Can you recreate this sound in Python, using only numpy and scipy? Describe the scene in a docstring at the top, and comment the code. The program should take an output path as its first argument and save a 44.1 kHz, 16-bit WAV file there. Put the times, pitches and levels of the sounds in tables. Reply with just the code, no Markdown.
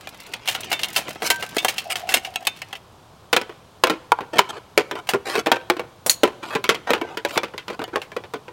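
"""Camping mugs, close to the microphone in a quiet wood: filtered noise and struck modes knock on a folding
table. First, random slips rub in a cloth bag; wire handles and rims click in the hands, and a cup's hollow
hums. Then plastic and metal mugs land edge first, rock, rattle and slide into place on stick-slip grit. Steel
rims ring faintly as decaying sines; a thin cup chinks with a splash of high modes. Shaped noise gives the far
rumble and leaf hiss; the hardest knocks are flattened at full scale."""
import sys
import numpy as np
from scipy import signal
from scipy.fft import rfft, irfft, next_fast_len
from scipy.io import wavfile
from scipy.ndimage import map_coordinates

SR = 44100
rng = np.random.default_rng(int(sys.argv[2]) if len(sys.argv) > 2 else 0)


def bounce(signal):
    """Save signal as a 16-bit WAV file at the path given by the first command-line argument."""
    frames = np.transpose(np.atleast_2d(signal))
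    limited = np.clip(frames, -1, 1)
    pcm = np.round(limited * 32767).astype(np.int16)
    wavfile.write(sys.argv[1], SR, pcm)


N = 375732

# cloth and mugs rubbing in the bag: [t/s, level/dB]
BAG_LEVEL = [(0, -47.5), (.42, -45), (.55, -39.5), (1.5, -41.5), (2.15, -49), (2.769, -53)]
# colour of the cloth rub: [f/Hz, relative level/dB]
CLOTH_COLOUR = [(40, -7), (180, 12.5), (700, 8), (1200, 3.5), (2500, 4.5), (5000, -1), (15000, -28)]
# colour of the distant wood: [f/Hz, relative level/dB]
WOODS_COLOUR = [(30, -23.5), (110, -6), (249, -16), (1040, -15.5), (2000, -30.5), (3340, -27.5),
                (16000, -44.5)]
# mugs and wire handles touching in the hands: [t/s, level/dB, bite/dB, t60/s]
HAND_CLINKS = [(0.072, -31, -3, 0.032), (0.336, -24.5, 5, 0.048), (0.476, -20, 1, 0.075),
               (0.4854, -15.5, 2.5, 0.23), (0.5493, -22, 0, 0.087), (0.633, -32.5, 5, 0.061),
               (0.7164, -17.5, -7, 0.15), (0.728, -19, -1, 0.088), (0.7924, -26, 0.5, 0.064),
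               (0.8328, -18, 6.5, 0.059), (0.843, -23, 7, 0.059), (0.9622, -12.5, -2, 0.2),
               (1.0816, -28.5, -19.5, 0.038), (1.157, -33, -23, 0.066), (1.2209, -19.5, -17, 0.19),
               (1.302, -11, -0.5, 0.077), (1.425, -22.5, -7.5, 0.11), (1.567, -17, -17.5, 0.035),
               (1.583, -19, 21, 0.069), (1.647, -13, -14.5, 0.064), (1.683, -15.5, -1.5, 0.16),
               (1.7812, -19.5, 7.5, 0.12), (1.956, -21, -2, 0.27), (2.0903, -18.5, -1.5, 0.2),
               (2.14, -9, -1, 0.096), (2.248, -25.5, 1, 0.15), (2.358, -20, 0, 0.035),
               (2.47, -14, 0, 0.054), (2.618, -28, -0.5, 0.048), (2.7283, -27.5, -8, 0.065),
               (2.753, -32.5, 3, 0.077), (5.0899, -15.5, -5.5, 0.12), (6.713, -34, 12, 0.013),
               (6.749, -30, 12, 0.044), (7.84, -28.5, -6, 0.013), (8.017, -29.5, -4, 0.18)]
# a steel rim left to ring: [t/s, level/dB over the mode levels, centre of the excited modes f/Hz,
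# share of the free ring time]
RIM_RINGS = [(0.729, -32, 3980, 0.92), (1.25, -42, 1400, 0.77), (1.302, -32.5, 1390, 0.94),
             (1.583, -30.5, 4150, 0.75), (2.469, -30.5, 4600, 0.67), (5.521, -35, 1660, 0.51),
             (7.014, -45, 1550, 0.71)]
# modes of the steel mug: [f/Hz, relative level/dB, free t60/s]
STEEL_MODES = [(952, 13.5, 0.28), (1560, 11.5, 0.53), (2250, 21, 0.11), (2690, 12, 0.17), (3590, 7, 0.26)]
# a mug scraping in the hands: [start t/s, end t/s, level/dB, tilt/(dB per octave)]
HAND_SCRAPES = [(1.235, 1.283, -25, 0.5), (1.898, 1.932, -24, -2), (2.109, 2.19, -27, -3.5)]
# resonances of the handled cup: [f/Hz, relative level/dB]
CUP_MODES = [(740, 1.8), (2130, 5), (2720, 8.5), (3170, 7.7), (4300, 1.2)]
# a mug lands on one edge, then rocks onto its base:
# [t/s, level/dB, hollow f/Hz, bite/dB, rocking time/s, second contact relative level/dB]
MUG_LANDINGS = [(3.3297, -10, 480, -2.5, 0.035, -0.5), (3.8375, -7, 562, -7, 0.033, -10.5),
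                (3.8981, -13.5, 334, -11, 0.018, -14), (4.1196, -7, 940, -15.5, 0.068, -15.5),
                (4.391, -5, 946, -4.5, 0.0072, -11.5), (4.7769, -6.5, 477, -6.5, 0.026, -22),
                (5.136, -11.5, 409, -16, 0.034, -28), (5.517, -8, 520, -7.5, 0.043, -14.5),
                (5.7, -10, 486, -10.5, 0.095, -11), (6.234, -6, 445, -12, 0.042, -17),
                (6.6916, -8, 420, -4.5, 0.054, -17.5), (6.9054, -11.5, 480, -9, 0.029, -1.5),
                (7.2496, -16, 507, -6.5, 0.059, -14.5), (7.376, -13, 524, -4.5, 0.057, -8),
                (7.9579, -15.5, 528, -14.5, 0.025, -22)]
# a mug is bumped while being pushed into place: [t/s, level/dB, bite/dB]
MUG_BUMPS = [(3.4136, -25.5, -4), (3.494, -31.5, -11), (4.207, -26, -13), (4.3844, -12, -4),
             (4.912, -21.5, -11.5), (4.954, -26.5, -15), (5.354, -16.5, -10), (5.377, -18.5, -22),
             (5.461, -19.5, -5), (5.469, -14, -13), (5.767, -27.5, -9), (6.5514, -14.5, -13),
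             (6.641, -19.5, 2), (7.014, -19, -19), (7.172, -22, -3), (7.3586, -20, -14.5), (7.445, -34, 12),
             (7.537, -31, -18), (7.579, -27, 9), (7.681, -26.5, -5), (7.701, -25, -13), (7.793, -23.5, -18),
             (7.816, -24, -16), (7.879, -34.5, -9), (8.118, -34.5, -7), (8.165, -20, -14), (8.238, -35, -5),
             (8.337, -22, -11), (8.361, -45, 14), (8.481, -32.5, -12.5)]
# resonances of the table top: [f/Hz, relative level/dB]
TABLE_MODES = [(340, -1.5), (465, -0.5), (820, -1.5), (990, 3), (1450, -1), (2450, -1), (3150, 1)]
# a base sliding on the table: [start t/s, end t/s, level/dB, tilt/(dB per octave)]
BASE_SLIDES = [(4.326, 4.38, -26, -7.5), (4.488, 4.51, -29, -4.5), (4.52, 4.59, -36.5, -7.5),
               (4.955, 5.005, -35, -6.5), (5.245, 5.42, -27, -3.5), (6.415, 6.556, -32.5, -5.5),
               (6.865, 6.91, -25, -8.5), (6.965, 7.17, -40, -9), (7.275, 7.376, -36.5, -1),
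               (7.69, 7.755, -39, -6.5), (7.928, 7.957, -30, -11)]
# the thin metal cup touches its neighbour, then chinks: [t/s, level/dB, bite/dB]
CUP_CHINKS = [(6.0635, -17, -16), (6.0965, -10.5, 3)]
# clear modes of the thin metal cup: [f/Hz, relative level/dB]
THIN_CUP_MODES = [(4194, -47), (4400, -47), (6770, -48)]

TOP_HZ = 15950  # band limit
SIZE = 16384  # samples in one contact
T = np.arange(SIZE) / SR  # s
HZ = np.fft.rfftfreq(SIZE, 1 / SR)

# which of a mug's many wall modes ring depends on where it is held and hit:
# (lowest f/Hz, highest f/Hz, relative level/dB)
HELD_WALL = (1300, 9800, 8.1)
STANDING_WALL = (550.3, 5000, 4.6)
THIN_WALL = (5700, 15500, 13.5)  # crowded upper modes of the thin cup
DETUNE = 0.042  # grip and point of contact shift the modes (typical share of their frequency)
HIGH_MODE_DAMPING = 0.1  # ring time falls with frequency (exponent)
GRIP_S = 0.045  # the point of contact moves on this often
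CHATTER_RISE_S = 0.00049  # time scale on which the surfaces meet fully

# the cloth crackles and mugs tap inside it: softest level over the rubbing, and range above that
CRACKLE_OVER_DB, CRACKLE_RANGE_DB = -6, 13
CRACKLE_LOW_HZ, CRACKLE_HIGH_HZ, CRACKLE_T60_S = 1000, 4500, 0.04

# the top treble of a clink grows with its bite and with its strength (dB per dB)
TICK_PER_BITE, TICK_PER_LEVEL = 0.74, 0.58
# a sharper contact lifts the body of the sound (Hz at zero bite, octaves per dB)
CLINK_HOLLOW_HZ, HOLLOW_PER_BITE = 840, 0.031
GRAZE_S, GRAZE_DB = 0.019, -21.5  # a rim grazes this long before it clicks, this much more softly

SWELL_DB = 5.5  # a stroke presses harder towards its end
CATCHES_PER_S, CATCH_DB = 110, -2.5  # coarse jerks: mean rate, and level over the fine grit

BUMP_HOLLOW_HZ = 420
KNOCK_TICK_DB = -12.5  # top treble of a full-scale knock, relative to its bite
KNOCK_TICK_PER_LEVEL = 0.31  # softer knocks lose treble (dB per dB)
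PUSH_PER_LEVEL = 0.51  # soft knocks lack the first sharp push (dB per dB)
KNOCK_CYCLES = 46.5  # cycles of the hollow in which a knock loses 60 dB
BOOM_DB, BOOM_CYCLES = 8.5, 54  # hollow of a knocked mug: relative level, and cycles to lose 60 dB
ROCK_DEEPENS, ROCK_DULLS_DB = 0.96, 2  # contact on the whole base is deeper (ratio) and duller
REBOUND_S, REBOUND_DB = 0.008, -10.5  # two rebounds within this time; level at the bump hollow
RATTLE_S, RATTLE_DB = 0.06, -18.5  # wobble after the second contact: longest delay, relative level

CHINK_TICK_DB, CHINK_RING_DB = 2, -10.5  # top treble and clear ring, relative to the bite


def amp(db):
    """Level in dB as a factor."""
    return 10 ** (np.asarray(db) / 20)


def unit(x):
    """x at rms 1."""
    return x / np.sqrt(np.mean(x ** 2) + 1e-20)


def unit_hit(x):
    """x with the energy of 10 ms at rms 1."""
    return x / np.linalg.norm(x) * np.sqrt(SR / 100)


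def fade(t60):
    """A decay that loses 60 dB in t60 seconds."""
    return np.exp(-np.log(1000) * T / max(t60, 1e-3))


def along(points, hz):
    """Values between (Hz, value) points on a log axis."""
    f, v = np.transpose(points)
    return np.interp(np.log(hz + 1), np.log(f + 1), v)


def lowpass(hz, corner_hz):
    """Gain of a gentle low-pass; around a shifted centre it is a resonance."""
    return 1 / (1 + 1j * hz / corner_hz)


def highpass(hz, corner_hz):
    """Gain of a high-pass that falls 12 dB per octave."""
    return (hz / np.hypot(hz, corner_hz)) ** 2


def filtered(x, gain):
    """x times a gain that depends on frequency."""
    m = next_fast_len(len(x) + SIZE)
    return irfft(rfft(x, m) * gain(np.fft.rfftfreq(m, 1 / SR)), m)[:len(x)]


def causal(db):
    """The minimum-phase response with these levels."""
    cepstrum = irfft(db) * np.log(10) / 20
    cepstrum[1:SIZE // 2] *= 2
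    cepstrum[SIZE // 2 + 1:] = 0
    return np.exp(rfft(cepstrum))


def add(track, s, x):
    """Mix x into the track from time s."""
    start = round(s * SR)
    part = track[start:start + len(x)]
    part += x[:len(part)]


def wobble(count, rate):
    """A smooth random curve, rate knots a second."""
    knots = rng.standard_normal(int(count * rate / SR) + 4)
    return map_coordinates(knots, [np.arange(count) * rate / SR])


def grit(count, rate, spread_db):
    """Stick-slip: tiny impulses of very unequal size at random moments."""
    slips = rng.random(count) < rate / SR
    signs = np.sign(rng.standard_normal(count))
    sizes = amp(spread_db * rng.standard_normal(count).clip(-2, 2))
    return unit(slips * signs * sizes)


def burst(t60):
    """Dying noise of energy 1: a crowd of unresolved modes."""
    x = rng.standard_normal(SIZE) * fade(t60)
    return x / np.linalg.norm(x)


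def ringing(modes, t60):
    """A body's modes struck at new strengths, tunings and phases; low modes last longest."""
    chance = rng.standard_normal((len(modes), 3))
    middle_hz = np.median([hz for hz, _ in modes])
    waves = np.zeros(SIZE)
    for (hz, db), (strength, phase, tuning) in zip(modes, chance):
        wave = np.sin(2 * np.pi * hz * (1 + DETUNE * tuning) * T + np.pi * phase)
        decay = fade(t60 * (middle_hz / hz) ** HIGH_MODE_DAMPING)
        waves += amp(db + 2 * strength) * wave * decay
    return 2 * waves / fade(t60).sum()


def wall(span, count):
    """A fresh draw of a mug's wall modes, as (Hz, dB) rows."""
    low_hz, high_hz, db = span
    places = (np.arange(count) + rng.random(count)) / count
    return [(low_hz * (high_hz / low_hz) ** u, db) for u in places]


def rubbed(slips, modes, span, ring_db):
    """Slips shake a body, which answers anew as the point of contact wanders."""
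    rub, step = np.zeros(len(slips) + SIZE), round(GRIP_S * SR)
    for start in range(0, len(slips), step):
        ring = ringing(modes, 0.029) + ringing(wall(span, count=5), 0.046)
        body = burst(0.015) + amp(ring_db) * ring
        add(rub, start / SR, signal.fftconvolve(slips[start:start + step], body))
    return rub


def bag():
    """Cloth and fingers rub on the mugs as they are dug out, with small ticks and taps of varied pitch."""
    s, db = np.transpose(BAG_LEVEL)
    track, count = np.zeros(N), round(s.max() * SR)
    slips = grit(count, rate=1400, spread_db=3.5) * amp(4.2 * np.tanh(wobble(count, rate=30)))
    body = rubbed(slips, CUP_MODES, HELD_WALL, ring_db=-1.0)[:count]
    rub = unit(filtered(body, lambda hz: amp(along(CLOTH_COLOUR, hz))))
    add(track, 0, rub * amp(np.interp(np.arange(count) / SR, s, db)))
    for when, size, pitch in rng.random(size=(120, 3)):
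        at = s.max() * when
        tick_hz = CRACKLE_LOW_HZ * (CRACKLE_HIGH_HZ / CRACKLE_LOW_HZ) ** pitch
        tick = filtered(burst(CRACKLE_T60_S), lambda hz: highpass(hz, tick_hz) * lowpass(hz, tick_hz))
        # squaring leaves most ticks soft
        tick_db = np.interp(at, s, db) + CRACKLE_OVER_DB + CRACKLE_RANGE_DB * size ** 2
        add(track, at, amp(tick_db) * unit_hit(tick))
    return track


def woods():
    """Steady far rumble and the hiss of air in the leaves, as coloured noise."""
    noise = rng.standard_normal(N)
    return amp(-49) * unit(filtered(noise, lambda hz: amp(along(WOODS_COLOUR, hz))))


def blow(hollow_hz, bite_db, tick_db, t60, ring, push_db, chatter_db, treble_life):
    """One contact: a push, the ring and chattering dense modes, coloured by the hollow; rms 1 over 10 ms."""
    treble = highpass(HZ, 2500)
    # high modes die sooner than low ones
    low_crowd = np.sqrt(1 - treble) * rfft(burst(t60))
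    high_crowd = np.sqrt(treble) * rfft(burst(t60 * treble_life))
    crowd = irfft(low_crowd + high_crowd)
    crowd *= amp(chatter_db * wobble(SIZE, rate=302.0))  # the surfaces rebound and touch again
    crowd *= np.tanh(T / CHATTER_RISE_S) * (T < T.max() / 2)
    strike = amp(push_db) * (T == 0) + ring + crowd / np.linalg.norm(crowd)
    shape = [(40, -38), (hollow_hz / 4, -18), (hollow_hz / 1.86, -5), (hollow_hz, 0), (hollow_hz * 1.47, -5),
             (2800, bite_db), (9000, tick_db), (TOP_HZ, tick_db - 4.5)]
    return unit_hit(irfft(rfft(strike) * causal(along(shape, HZ))))


def clink(db, bite_db, t60):
    """A rim or handle clicks and drags, ringing the cup; harder clicks are brighter."""
    tick_db = TICK_PER_BITE * bite_db + TICK_PER_LEVEL * db
    ring = amp(4.5) * ringing(CUP_MODES, 0.058) + ringing(wall(HELD_WALL, count=6), 0.092)
    hollow_hz = CLINK_HOLLOW_HZ * 2 ** (HOLLOW_PER_BITE * bite_db)
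    hit = blow(hollow_hz, bite_db, tick_db, t60, ring, push_db=-26, chatter_db=2.5, treble_life=0.64)
    return amp(db) * hit


def clinks():
    """Mugs and handles meet in the hands: a light graze, then the click."""
    track = np.zeros(N)
    for s, db, bite_db, t60 in HAND_CLINKS:
        add(track, s - GRAZE_S, amp(GRAZE_DB) * clink(db, bite_db, t60))
        add(track, s, clink(db, bite_db, t60))
    return track


def rims():
    """Metal rims sing on after a contact; the point of contact picks low or high modes."""
    track = np.zeros(N)
    for s, db, centre_hz, share in RIM_RINGS:
        for hz, mode_db, t60 in STEEL_MODES:
            off_centre_db = -12.3 * np.log2(hz / centre_hz) ** 2
            tone = fade(t60 * share) * np.sin(2 * np.pi * hz * T)
            add(track, s, amp(db + mode_db + off_centre_db) * tone)
    return track


def strokes(rows, modes, span, low_hz, top_hz, ring_db):
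    """A sliding surface slips in fine grains and catches in coarse jerks; the stroke swells and dies."""
    track = np.zeros(N)
    for start, end, db, tilt_db in rows:
        count = round((end - start) * SR)
        swell_db = SWELL_DB * np.arange(count) / count
        unsteady_db = 3.7 * np.tanh(wobble(count, rate=105.3))
        pressure = signal.windows.tukey(count, 0.3) * amp(unsteady_db + swell_db)
        fine = grit(count, rate=1000, spread_db=3.5)
        coarse = grit(count, CATCHES_PER_S, spread_db=0.5)
        slips = (fine + amp(CATCH_DB) * coarse) * pressure

        def colour(hz):
            """Gain: the stroke's tilt, chiefly above 900 Hz, within its band."""
            tilt = amp(tilt_db * np.log2(1 + hz / 900))
            return tilt * highpass(hz, low_hz) * lowpass(hz, top_hz) ** 2

        rub = filtered(rubbed(slips, modes, span, ring_db), colour)
        add(track, start, amp(db) * rub / np.linalg.norm(rub) * np.sqrt(count))
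    return track


def scrapes():
    """Scraping in the hands rings the cup."""
    return strokes(HAND_SCRAPES, CUP_MODES, HELD_WALL, low_hz=445, top_hz=10000, ring_db=1.5)


def hollow():
    """Slips of the rubbed wire handles keep the air in the large cup humming."""
    start, end, centre_hz, db = 1.82, 2.5, 715, -39.5  # s, s, Hz, dB
    track, count = np.zeros(N), round((end - start) * SR)
    pressure = signal.windows.tukey(count, 0.25) * amp(5.8 * wobble(count, rate=15.4))
    slips = grit(count, rate=320, spread_db=3.0) * pressure
    hum = filtered(slips, lambda hz: lowpass(hz - centre_hz, 58) ** 2)
    add(track, start, amp(db) * unit(hum))
    return track


def knock(db, hollow_hz, bite_db):
    """A mug meets the table top and chatters; its decay spans set cycles, so deep knocks last longer."""
    t60 = KNOCK_CYCLES / hollow_hz
    ring = amp(8.0) * ringing(TABLE_MODES, t60) + ringing(wall(STANDING_WALL, count=6), 0.033)
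    ring += ringing([(hollow_hz, BOOM_DB)], BOOM_CYCLES / hollow_hz)
    tick_db = bite_db + KNOCK_TICK_DB + KNOCK_TICK_PER_LEVEL * db
    push_db = PUSH_PER_LEVEL * db
    hit = blow(hollow_hz, bite_db, tick_db, t60, ring, push_db, chatter_db=3.5, treble_life=0.21)
    chatter = hit.copy()
    lightness = (BUMP_HOLLOW_HZ / hollow_hz) ** 2  # light cups hardly chatter
    for delay in REBOUND_S * rng.random(size=2):
        add(chatter, delay, amp(REBOUND_DB) * lightness * hit)
    return amp(db) * chatter * np.linalg.norm(hit) / np.linalg.norm(chatter)


def knocks():
    """A mug set down knocks with its edge, then its base, and rattles to rest; a bump is a single knock."""
    track = np.zeros(N)
    for s, db, hollow_hz, bite_db, rock_s, second_db in MUG_LANDINGS:
        add(track, s, knock(db, hollow_hz, bite_db))
        base = hollow_hz * ROCK_DEEPENS, bite_db - ROCK_DULLS_DB
        add(track, s + rock_s, knock(db + second_db, *base))
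        for delay in RATTLE_S * rng.random(size=2):
            add(track, s + rock_s + delay, knock(db + second_db + RATTLE_DB, *base))
    for s, db, bite_db in MUG_BUMPS:
        add(track, s, knock(db, BUMP_HOLLOW_HZ, bite_db))
    return track


def slides():
    """A sliding base sounds lower than a scrape and rings the table top."""
    return strokes(BASE_SLIDES, TABLE_MODES, STANDING_WALL, low_hz=235, top_hz=7800, ring_db=5.0)


def chinks():
    """The thin cup gives a splash of high modes and a short, clear ring."""
    track = np.zeros(N)
    for s, db, bite_db in CUP_CHINKS:
        tones = sum(amp(level) * np.sin(2 * np.pi * hz * T) for hz, level in THIN_CUP_MODES)
        ring = unit(tones) * fade(0.11)
        ring = ring * amp(6.3 * wobble(SIZE, rate=170))  # the rim buzzes against its neighbour
        splash = ringing(wall(THIN_WALL, count=10), 0.077)
        hit = blow(540, bite_db, bite_db + CHINK_TICK_DB, 0.11, splash,
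                   push_db=-4.0, chatter_db=0.5, treble_life=1.0)
        add(track, s, amp(db) * (hit + amp(bite_db + CHINK_RING_DB) * ring))
    return track


def scene():
    """Mugs, bag and table close by, in the quiet of the wood."""
    near = bag() + clinks() + rims() + scrapes() + hollow() + knocks() + slides() + chinks()
    # trunks scatter a faint, dull answer; the leaf litter swallows the treble
    scattered = signal.fftconvolve(near, burst(0.7))[:N]
    trunks = filtered(scattered, lambda hz: lowpass(hz, 3500))
    return (near + amp(-21.0) * trunks + woods())[None]


def record(dry):
    """Peaks are flattened at full scale; nothing is kept above the band limit."""
    overloaded = np.clip(dry[0], -1, 1)
    return filtered(overloaded, lambda hz: hz < TOP_HZ)[None]


dry = scene()
out = record(dry)
bounce(out)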